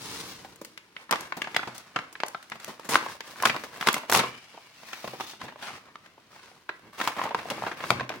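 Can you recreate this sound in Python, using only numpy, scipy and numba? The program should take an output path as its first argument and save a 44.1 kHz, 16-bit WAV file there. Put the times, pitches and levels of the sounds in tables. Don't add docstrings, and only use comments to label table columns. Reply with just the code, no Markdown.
import sys
import numpy as np
from scipy import signal
from scipy.fft import rfft, irfft
from scipy.io import wavfile
from scipy.ndimage import uniform_filter1d, map_coordinates
from numba import njit

SR = 44100
rng = np.random.default_rng(int(sys.argv[2]) if len(sys.argv) > 2 else 0)


def to_wav(s):
    ch = np.atleast_2d(s).T
    pcm = np.round(np.clip(ch, -1, 1) * 32767)
    wavfile.write(sys.argv[1], SR, pcm.astype(np.int16))


N = 361619
TIME = np.arange(N) / SR

# hz, level_db
AIR_COLOUR = [(20, -17.5), (60, -5), (130, 2), (300, -15.5), (1000, -3.5), (3000, -4.5), (7000, -19.5),
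              (16000, -25)]

# start_s, strike_db
BUMPS = [(0.071, -57), (0.153, -58), (1.368, -50.5), (1.672, -48), (3.456, -42), (4.162, -34), (5.075, -47),
         (5.435, -51), (7.908, -32.5), (7.953, -37), (8.009, -43)]
# pitch_hz, level_db, t60_s (time to fade by 60 dB)
DESK_TONES = [(89.5, -41, .2), (125.5, 0, 0.42), (182, 5.5, 0.091), (234.2, -7, 0.54), (312, -20, 0.29),
              (366, -19, 0.23)]

# hz, level_db
ROOM_COLOUR = [(50, -22), (130, -7.5), (300, 10), (600, 3.5), (1100, 4.5), (2500, -2), (6000, -4.5),
               (16000, -6)]
ROOM_T60_S, ROOM_TREBLE_T60_S = 0.36, 0.27
ROOM_DB = -6.5

# hz, level_db
SIDE_COLOUR = [(60, -11), (250, -13), (600, -11), (1100, -11), (2200, -2.5), (6000, 0), (16000, -8.5)]
# time_s, left_lag_ms (negative means the left is earlier)
PLACE = [(.2, 0.11), (.75, -0.11), (1.25, -.1), (1.75, 0.043), (3.85, -0.0042), (5.2, 0.076), (5.7, -0.038),
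         (6.3, -0.05), (6.7, -0.0079), (7.7, 0.018), (8.2, -0.079)]
# hz, left_over_right_db
FACING = [(60, -1.1), (280, -1.3), (1000, -1), (2200, 2.2), (4000, 3.3), (8000, 2), (13000, 1.2)]
TOP_HZ = 16200

# pitch_hz, width_hz, level_db
BODY_RINGS = [(1033, 25, -6.5), (1208, 13, -38.5)]
# time_s, pitch_hz, openness (share, 0-1)
POCKET = [(3.9, 1180, 0.04), (4.35, 1266, 0.98), (4.7, 1230, 0.5), (5.0, 960, 0.4), (5.25, 1500, 0.4),
          (5.6, 1545, 0.5), (5.69, 1270, 0.46), (5.85, 1165, 0.04), (8.2, 1168, 0.28)]
# pitch_multiple (of the pocket pitch), level_db
POCKET_MODES = [(1, -40), (1.312, -11.5), (1.86, 2.5), (2.32, 2.5), (3.95, -13.5)]

# time_s, bend (share, 0-1)
GRIP = [(0, 0), (1.2, 0), (3.3, 0.93), (4.2, 1), (4.5, 0), (6.8, 1), (8.2, 0.84)]
# start_s, length_s, level_db, bass_db, treble_db
SLIDES = [(-.03, 0.21, -45.5, 0, 5.5), (.17, 0.16, -48, -0.5, 5), (.33, 0.19, -56, 4, 0),
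          (.6, 0.12, -68, 7, 8), (.95, 0.075, -53, -15, -3.5), (1.14, 0.11, -44, -5, -5),
          (1.33, 0.38, -47.5, -9.5, -6), (1.74, 0.047, -57, -15, 8.5), (1.83, 0.064, -56, -13, -2),
          (1.94, 0.1, -47, -10, -11), (2.1, 0.4, -60.5, -14, 1), (2.5, 0.063, -57, 1, -5),
          (2.6, .11, -47, -10, -2), (2.8, 0.048, -51, -10, -5), (2.95, 0.11, -43, -9, -2),
          (3.08, 0.044, -44, -6.5, 0), (3.22, 0.16, -49.5, -10, 0), (3.35, 0.25, -46.5, -3, -1.5),
          (3.71, 0.1, -44.5, -8, -4.5), (3.79, 0.16, -39.5, -27, -4.5), (4.07, 0.19, -41, -2.5, -3),
          (4.28, 0.38, -59, -21, 2.5), (4.68, 0.42, -59, -18, 4.5), (4.82, 0.29, -50, -12, 2.5),
          (5.18, 0.053, -46, -3, 2), (5.26, 0.055, -50, -11, 7), (5.39, 0.066, -46.5, 0.5, -4.5),
          (5.57, 0.12, -48, -7, -5), (5.612, 0.074, -39.5, -22, -4), (5.7, 0.062, -46.5, -6, -4.5),
          (5.85, .05, -57, -6, -14), (6.04, 0.024, -53.5, -22, -9), (6.28, .19, -55, -8, -1),
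          (6.675, 0.069, -57, -24, -16), (6.82, 0.069, -57.5, 3, -23), (6.92, 0.09, -51, -10, -5),
          (6.97, .11, -36.5, -15, -3.5), (7.16, 0.087, -36, -8.5, -9), (7.33, 0.19, -46.5, -3, -4.5),
          (7.49, 0.18, -41, -2.5, -6), (7.75, 0.094, -42, -7, -7.5), (7.84, .06, -45, 1, 3.5),
          (7.94, 0.077, -43.5, 5.5, -9), (8.09, 0.086, -48, 3.5, -7.5)]
# level_db, bass_db, treble_db
TOUCH = (-64, 1, -1.3)
# hz, level_db
RUB_COLOUR = [(25, -36.5), (50, -17), (120, -4.5), (250, 0), (500, -0.5), (1000, 7), (1700, 4), (2800, -1),
              (4000, 0), (5500, -2), (7500, -7.5), (10000, -7.5), (13000, -13.5), (16000, -7.5)]
SLIDE_RISE_SHARE, SLIDE_FADE_S, SLIDE_FADE_SHARE = 0.24, 0.015, 0.31
MAT_ECHO_MS, MAT_WANDER_MS, MAT_ECHO_DB = 1.7, 0.253, -10.5

# start_s, length_s, level_db, bass_db, treble_db
PULLS = [(1.112, 0.028, -25.5, -5, -17), (2.91, 0.057, -27.5, -2, -2.5), (3.435, 0.046, -30.5, -4, -1),
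         (3.86, 0.031, -25.5, -2, -6), (3.94, 0.035, -48.5, 15, 5), (4.125, 0.069, -23, -11.5, -2)]
# hz, level_db
TEAR_COLOUR = [(25, -25.5), (50, -24), (130, 0.5), (300, 4), (600, -5.5), (1100, 1), (1700, -10),
               (2800, -10), (5000, -13), (7500, -20.5), (10000, -17.5), (12500, -28), (16000, -25)]
PULL_RISE_SHARE, PULL_FADE_S, PULL_FADE_SHARE = 0.31, 0.0062, 0.031

# start_s, level_db (over 10 ms, before the body ring), pitch_hz (of the panel),
# decay_ms (time in which the push falls to 29 %), fizz_db (treble of breaking fibres)
SNAPS = [(.4466, -40.5, 960, 7.7, -30), (0.559, -51, 1360, 4.5, -3), (0.6129, -37, 616, 8.5, -20),
         (0.6476, -40.5, 2040, 5.6, -5.5), (0.7755, -40, 2070, 4, -21), (0.9651, -36, 2180, 3.6, -48),
         (1.093, -40, 1330, 6.2, -53), (1.11, -22, 1090, 4, -16.5), (1.1249, -21, 1250, 3.5, -29),
         (1.1571, -30, 1390, 4.2, -28), (1.2073, -38, 1630, 5, -4), (1.3225, -28, 1430, 4.3, -45),
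         (1.3674, -33.5, 843, 14.4, -21), (1.418, -26, 2070, 4.6, -26), (1.4414, -34.5, 1930, 9.5, -31),
         (1.4722, -33.5, 1240, 6, -46), (1.5448, -31, 2100, 6.3, -29), (1.5636, -18.5, 1940, 4.6, -27.5),
         (1.5923, -30, 1460, 6.2, -49), (1.6299, -32, 1410, 6.4, -46), (1.672, -32.5, 1020, 14, -32),
         (1.7465, -46, 1800, 10, 1), (1.78, -40, 1990, 2.8, 4), (1.9602, -22, 1360, 6.7, -39),
         (1.988, -31, 1280, 4.7, -41), (2.1263, -45, 1200, 6.7, -5.5), (2.1532, -38, 1730, 4.6, -51),
         (2.2017, -32.5, 1800, 4.6, -33), (2.2347, -23, 1200, 2, -43), (2.2625, -40.5, 1300, 4.8, -6),
         (2.2825, -37, 1380, 2.8, -2), (2.3463, -30, 1250, 4.8, -51), (2.426, -46.5, 1800, 6.4, -12),
         (2.4995, -46, 2150, 1.8, -5), (2.518, -32, 1620, 7.3, -39), (2.5552, -43, 1090, 8.3, -26),
         (2.5988, -44, 1670, 6.4, -14), (2.6453, -37.5, 2100, 2.2, -7), (2.677, -34, 1020, 24, -21),
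         (2.7956, -40.5, 910, 4, -28), (2.8449, -39, 1400, 25, -15), (2.8887, -25, 1470, 19.5, -8),
         (2.907, -29, 1280, 8.7, -9), (2.943, -23, 1260, 4.4, -26), (2.956, -12.5, 1450, 1.8, -50),
         (3.024, -36.5, 1360, 10, -39), (3.061, -31, 1040, 6.1, -61), (3.2055, -34.5, 1760, 5, -25),
         (3.4005, -35.5, 1470, 5.5, -38), (3.424, -27, 1150, 3.6, -16), (3.4338, -22, 1080, 4.9, -53),
         (3.4533, -16.5, 1430, 5.8, -28), (3.4568, -19, 1280, 6.4, -31), (3.4715, -27, 1750, 3.8, -21),
         (3.496, -21, 1940, 7.3, -36), (3.5415, -31, 1040, 15, -38), (3.562, -29.5, 1300, 7, -32),
         (3.636, -33.5, 1360, 11, -22), (3.81, -29, 1730, 5, -25), (3.8268, -29.5, 1300, 2.2, -45),
         (3.872, -18.5, 1550, 2.3, -22), (3.8852, -16.5, 1470, 4.7, -26.5), (3.9296, -30, 1570, 1.5, 10),
         (3.9414, -24, 2080, 5.2, -12.5), (3.9647, -29, 1000, 7.3, -40), (4.0335, -39, 920, 6.7, -43),
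         (4.097, -23.5, 920, 6, -19), (4.115, -25.5, 920, 6, -5), (4.124, -18, 1170, 3.1, -24),
         (4.1312, -21, 1230, 9.9, -5), (4.1479, -20, 1020, 5.4, -21), (4.1602, -23, 1140, 6, -13),
         (4.171, -26, 1300, 4.6, 0), (4.1917, -19.5, 1440, 15.5, -34), (4.2349, -25, 1180, 9.5, -44),
         (4.5415, -47, 900, 13, -29), (4.5752, -42.5, 830, 6.6, -47), (4.832, -45.5, 1090, 5.8, -30),
         (4.931, -33.5, 1920, 5.5, -27), (5.0412, -32, 800, 10, -43), (5.0758, -34.5, 1100, 5, -29),
         (5.1317, -35.5, 890, 16, -44), (5.1994, -35.5, 1040, 5, -39), (5.2071, -29, 1140, 4.5, -36),
         (5.334, -44.5, 990, 5.5, -36), (5.4145, -35.5, 1360, 5.2, -30), (5.435, -39.5, 820, 24, -29),
         (5.4802, -37.5, 1590, 16, -37), (5.5227, -46, 1050, 5.6, -38), (5.5581, -43.5, 830, 4.6, -60),
         (5.956, -40, 1380, 3.2, -37), (6.1787, -51, 769, 5.5, -45), (6.3617, -49, 930, 4.5, -36),
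         (6.6908, -28, 1440, 6.5, -50), (7.0126, -24, 1520, 6.2, -33), (7.075, -22, 1070, 3, -28),
         (7.079, -29, 1550, 5.3, -22), (7.1658, -35, 950, 8.2, -35), (7.1853, -35, 1230, 6, -55),
         (7.1927, -27.5, 1100, 4.2, -78), (7.2153, -26, 1050, 2.5, -60), (7.254, -27.5, 930, 6.1, -59),
         (7.2708, -34, 1090, 7.6, -53), (7.3072, -30, 1016, 12, -54), (7.3459, -21.5, 1020, 5.4, -42),
         (7.387, -34.5, 1650, 12, -34), (7.455, -36.5, 810, 4.5, -61), (7.5009, -29.5, 2200, 6, -16.5),
         (7.508, -28, 980, 12, -31), (7.6225, -30.5, 775, 2.1, -74), (7.6371, -29, 880, 4.6, -63),
         (7.6639, -27, 1200, 9.8, -47), (7.7136, -32, 1500, 11, -39), (7.804, -35, 1630, 8.6, -41),
         (7.838, -28.5, 1340, 7.2, -39), (7.9046, -15.5, 960, 3, -36), (7.9083, -25.5, 840, 14, -30),
         (7.996, -29.5, 1550, 8.6, -38), (8.0073, -28, 1110, 5, -44), (8.092, -32.5, 2120, 4.5, -25.5),
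         (8.1009, -31.5, 940, 8.4, -48), (8.1186, -37.5, 1496, 8, -46)]
SNAP_HZ, SNAP_MS, SNAP_FIZZ_DB, SNAP_THUD_DB, SNAP_EDGE_DB = 1300, 5.72, -32, -9, -17
THUD_DB_PER_DOUBLING, THUD_PER_FIZZ = 4.5, 0.194
EDGE_DB_PER_OCTAVE, EDGE_PER_FIZZ = 7.5, 0.3
CREASE_DB, CREASE_BEND_DB, CREASE_RANGE_DB = -14.5, 12, 11


def undb(db):
    return 10 ** (np.asarray(db) / 20)


def curve(rows):
    s, *columns = np.transpose(rows)
    return [np.interp(TIME, s, c) for c in columns]


def unit(x):
    return x / np.sqrt(np.mean(x ** 2))


def response(points, size=2048):
    hz, db = np.transpose(points)
    f = np.maximum(np.fft.rfftfreq(size, 1 / SR), 1)
    log_gain = np.log(undb(np.interp(np.log(f), np.log(hz), db)))
    cepstrum = irfft(log_gain)
    cepstrum[1:size // 2] *= 2
    cepstrum[size // 2 + 1:] = 0
    return irfft(np.exp(rfft(cepstrum)))


def colour(x, points):
    return signal.oaconvolve(x, response(points)[None], axes=-1)[:, :x.shape[-1]]


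def spread(pair):
    side = colour(pair[1:], SIDE_COLOUR)[0]
    return np.array([pair[0] + side, pair[0] - side])


def delayed(x, ms):
    return map_coordinates(x, [np.arange(N) - ms * SR / 1000], order=3)


def flutter(per_s):
    step = int(SR / per_s)
    stairs = np.repeat(rng.standard_normal(N // step + 1), step)[:N]
    return unit(uniform_filter1d(stairs, step))


def strokes(rows, rise_share, fade_s, fade_share, rest):
    t = TIME[::32]

    def bands(db, bass, treble):
        return undb(db + np.array([[0], [bass], [treble]])) ** 2

    power = bands(*rest) * np.ones(len(t))
    for start, length, *tone_db in rows:
        rise = np.clip((t - start) / (rise_share * length), 0, 1)
        fade = np.exp(-np.maximum(t - start - length, 0) / (fade_s + fade_share * length))
        power = power + bands(*tone_db) * (rise * fade) ** 2
    level, bass, treble = (np.interp(TIME, t, 10 * np.log10(p)) for p in power)
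    return level, bass - level, treble - level


def slips(size, per_s, spread_db):
    sizes = undb(spread_db * np.minimum(rng.exponential(size=size), 5))
    happens = rng.random(size) < per_s / SR
    return rng.standard_normal((2, size)) * sizes * happens


def friction(clicks, points, controls, treble_db, bass_db):
    level, bass, treble = controls
    power = uniform_filter1d(np.mean(clicks ** 2, axis=0), size=2400)
    clicks = clicks / np.sqrt(power + 1e-9)
    sheet = colour(spread(clicks), points)
    low, dull = (signal.sosfiltfilt(signal.butter(3, hz, fs=SR, output="sos"), sheet) for hz in (400, 2800))
    bass_part = unit(low) * undb(bass + bass_db)
    middle_part = unit(dull - low)
    treble_part = unit(sheet - dull) * undb(treble + treble_db)
    return (bass_part + middle_part + treble_part) * undb(level - 0.78)


def background_air():
    noise = spread(rng.standard_normal((2, N)))
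    return unit(colour(noise, AIR_COLOUR)) * undb(-66)


def desk():
    t = TIME[:SR]
    tones = sum(undb(db - 60 * t / t60) * np.sin(2 * np.pi * hz * t) for hz, db, t60 in DESK_TONES)
    ring = tones * (1 - np.exp(-t / 0.0018))
    blows = np.zeros(N)
    for s, db in BUMPS:
        blows[int(s * SR)] = undb(db)
    return signal.oaconvolve(blows, ring)[:N]


def room(x):
    t = TIME[:SR * 2 // 3]
    noise = rng.standard_normal((2, len(t)))
    low = signal.sosfilt(signal.butter(2, 2500, fs=SR, output="sos"), noise)
    high = signal.sosfilt(signal.butter(2, 2500, "high", fs=SR, output="sos"), noise[::-1])
    tail = low * undb(-60 * t / ROOM_T60_S) + high * undb(-60 * t / ROOM_TREBLE_T60_S)
    tail = tail * np.clip((t - .003) / .006, 0, 1)
    side = colour(tail[1:], [(100, -41.0), (500, -5.0), (1200, -1.5), (2500, 12.0)])[0]
    tail = np.array([tail[0] + side, tail[0] - side])
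    tail = colour(tail / np.sqrt(np.sum(tail ** 2) / 2), ROOM_COLOUR)
    return undb(ROOM_DB) * signal.oaconvolve(x, tail, axes=-1)[:, :N]


def microphone(x):
    left, right = (colour(channel[None], [(hz, sign * db / 2) for hz, db in FACING])[0]
                   for channel, sign in zip(x, (1, -1)))
    return np.array([delayed(left, curve(PLACE)[0]), right])


def body(x):
    ring = sum(undb(db) * signal.lfilter(*signal.iirpeak(hz, hz / width, fs=SR), x)
               for hz, width, db in BODY_RINGS)
    return x + ring


@njit
def resonance(x, hz, q):
    y, band, low = np.empty(len(x)), 0., 0.
    for i in range(len(x)):
        g = np.tan(np.pi * hz[i] / SR)
        v = (band + g * (x[i] - low)) / (1 + g * (g + 1 / q))
        band, low, y[i] = 2 * v - band, low + 2 * g * v, v / q
    return y


def pocket(pair):
    hz, openness = curve(POCKET)
    ring = [sum(undb(db) * resonance(x, k * hz, 15.) for k, db in POCKET_MODES) for x in pair]
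    return pair + 2.3 * openness * np.array(ring)


def sliding():
    return strokes(SLIDES, SLIDE_RISE_SHARE, SLIDE_FADE_S, SLIDE_FADE_SHARE, TOUCH)


def rubbing():
    clicks = pocket(slips(N, per_s=9000, spread_db=1.0 + 1.8 * curve(GRIP)[0]))
    wobble = flutter(75)
    echo_ms = MAT_ECHO_MS + MAT_WANDER_MS * flutter(5)
    echo = np.array([delayed(c, echo_ms) for c in clicks])
    clicks = clicks + undb(MAT_ECHO_DB) * echo
    rub = friction(clicks, RUB_COLOUR, sliding(), treble_db=-0.6, bass_db=-2.5)
    return rub * undb(-0.7 + 1.24 * wobble)


def snap_tone(hz, decay_ms, fizz_db):
    breaking = fizz_db - SNAP_FIZZ_DB
    doublings = np.log2(max(decay_ms, 1) / SNAP_MS)
    octaves = np.log2(hz / SNAP_HZ)
    thud_db = SNAP_THUD_DB + THUD_DB_PER_DOUBLING * doublings + THUD_PER_FIZZ * breaking
    edge_db = SNAP_EDGE_DB + EDGE_DB_PER_OCTAVE * octaves + EDGE_PER_FIZZ * breaking
    return thud_db, edge_db


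def snap(hz, thud_db, edge_db, fizz_db, decay_ms, size=3072):
    ms = 1000 * np.arange(size) / SR
    decay_ms = max(decay_ms, .5)
    rise_ms = decay_ms / 7
    burst = np.exp(-1.25 * ms / decay_ms) * (1 - np.exp(-ms / rise_ms))
    flex, fibres = (slips(size, per_s=11000, spread_db=2.0) * burst for _ in range(2))
    flex, fibres = (p / np.sqrt(np.sum(p ** 2, axis=1, keepdims=True)) for p in (flex, fibres))
    pop = (3.2 / decay_ms) ** 1.6
    flex[:, np.searchsorted(ms, rise_ms / 2)] += pop * np.array([1, rng.uniform(-.8, .8)])
    low, high = (signal.butter(2, 3500, kind, fs=SR) for kind in ("low", "high"))
    push = signal.lfilter(*low, flex) - signal.lfilter(*high, fibres) * np.hypot(1, pop)
    hz = np.clip(hz, 600, 2300)
    modes = hz * np.array([.62, 1, 1.5, 2.6, 4.4]) * np.exp(.12 * rng.standard_normal(5))
    push = 1.6 * push + sum(signal.lfilter(*signal.iirpeak(f, 8, fs=SR), push) for f in modes)
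    # thud at the bottom, edge near 4 kHz, fizz at the top
    panel = [(40, thud_db - 45.5), (130, thud_db - .5), (225, thud_db + 3),
             (hz * 0.52, thud_db / 2), (hz * 0.796, -.7), (hz, -.3), (hz * 1.456, edge_db / 3 - 1.5),
             (4000, edge_db), (6000, (edge_db + fizz_db) / 2 + 1.5),
             (9500, fizz_db + 0.5), (12500, fizz_db + 0.12), (16000, fizz_db)]
    sound = colour(spread(push), panel)
    return sound / np.sqrt(np.sum(sound ** 2) / 2 / (SR / 100))


def creases(count=260):
    when, size, pitch, fizz, length = rng.random((count, 5)).T
    at = (when * (N - 1)).astype(int)
    rub_db, bend = sliding()[0][at], curve(GRIP)[0][at]
    db = rub_db + CREASE_DB + CREASE_BEND_DB * bend + CREASE_RANGE_DB * size ** 2
    pitch_hz = 700 * 2 ** (1.5 * pitch)
    decay_ms = 2.6 + 4.6 * length
    fizz_db = -46 + 26 * fizz ** 2
    return np.transpose([at / SR, db, pitch_hz, decay_ms, fizz_db])


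def crinkles():
    out = np.zeros((2, N + SR))
    for s, db, hz, decay_ms, fizz_db in [*SNAPS, *creases()]:
        thud_db, edge_db = snap_tone(hz, decay_ms, fizz_db)
        sound = snap(hz, thud_db, edge_db, fizz_db, decay_ms)
        start = int(s * SR)
        out[:, start:start + sound.shape[1]] += undb(db) * sound
    return out[:, :N]


def tearing():
    silent = (-120, 0, 0)
    pulling = strokes(PULLS, PULL_RISE_SHARE, PULL_FADE_S, PULL_FADE_SHARE, silent)
    spurts = undb(2.6 * flutter(330))
    fibres = slips(N, per_s=3000, spread_db=1.0) * spurts
    return friction(fibres, TEAR_COLOUR, pulling, treble_db=0.0, bass_db=-11.0) * undb(0.16)


def scene():
    paper = body(rubbing() + tearing() + crinkles())
    return microphone(paper) + desk() + room(paper) + background_air()


def record(dry):
    top_cut = signal.ellip(10, .2, 80, TOP_HZ, fs=SR, output="sos")
    return signal.sosfilt(top_cut, np.clip(dry, -1, 1))


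dry = scene()
out = record(dry)
to_wav(out)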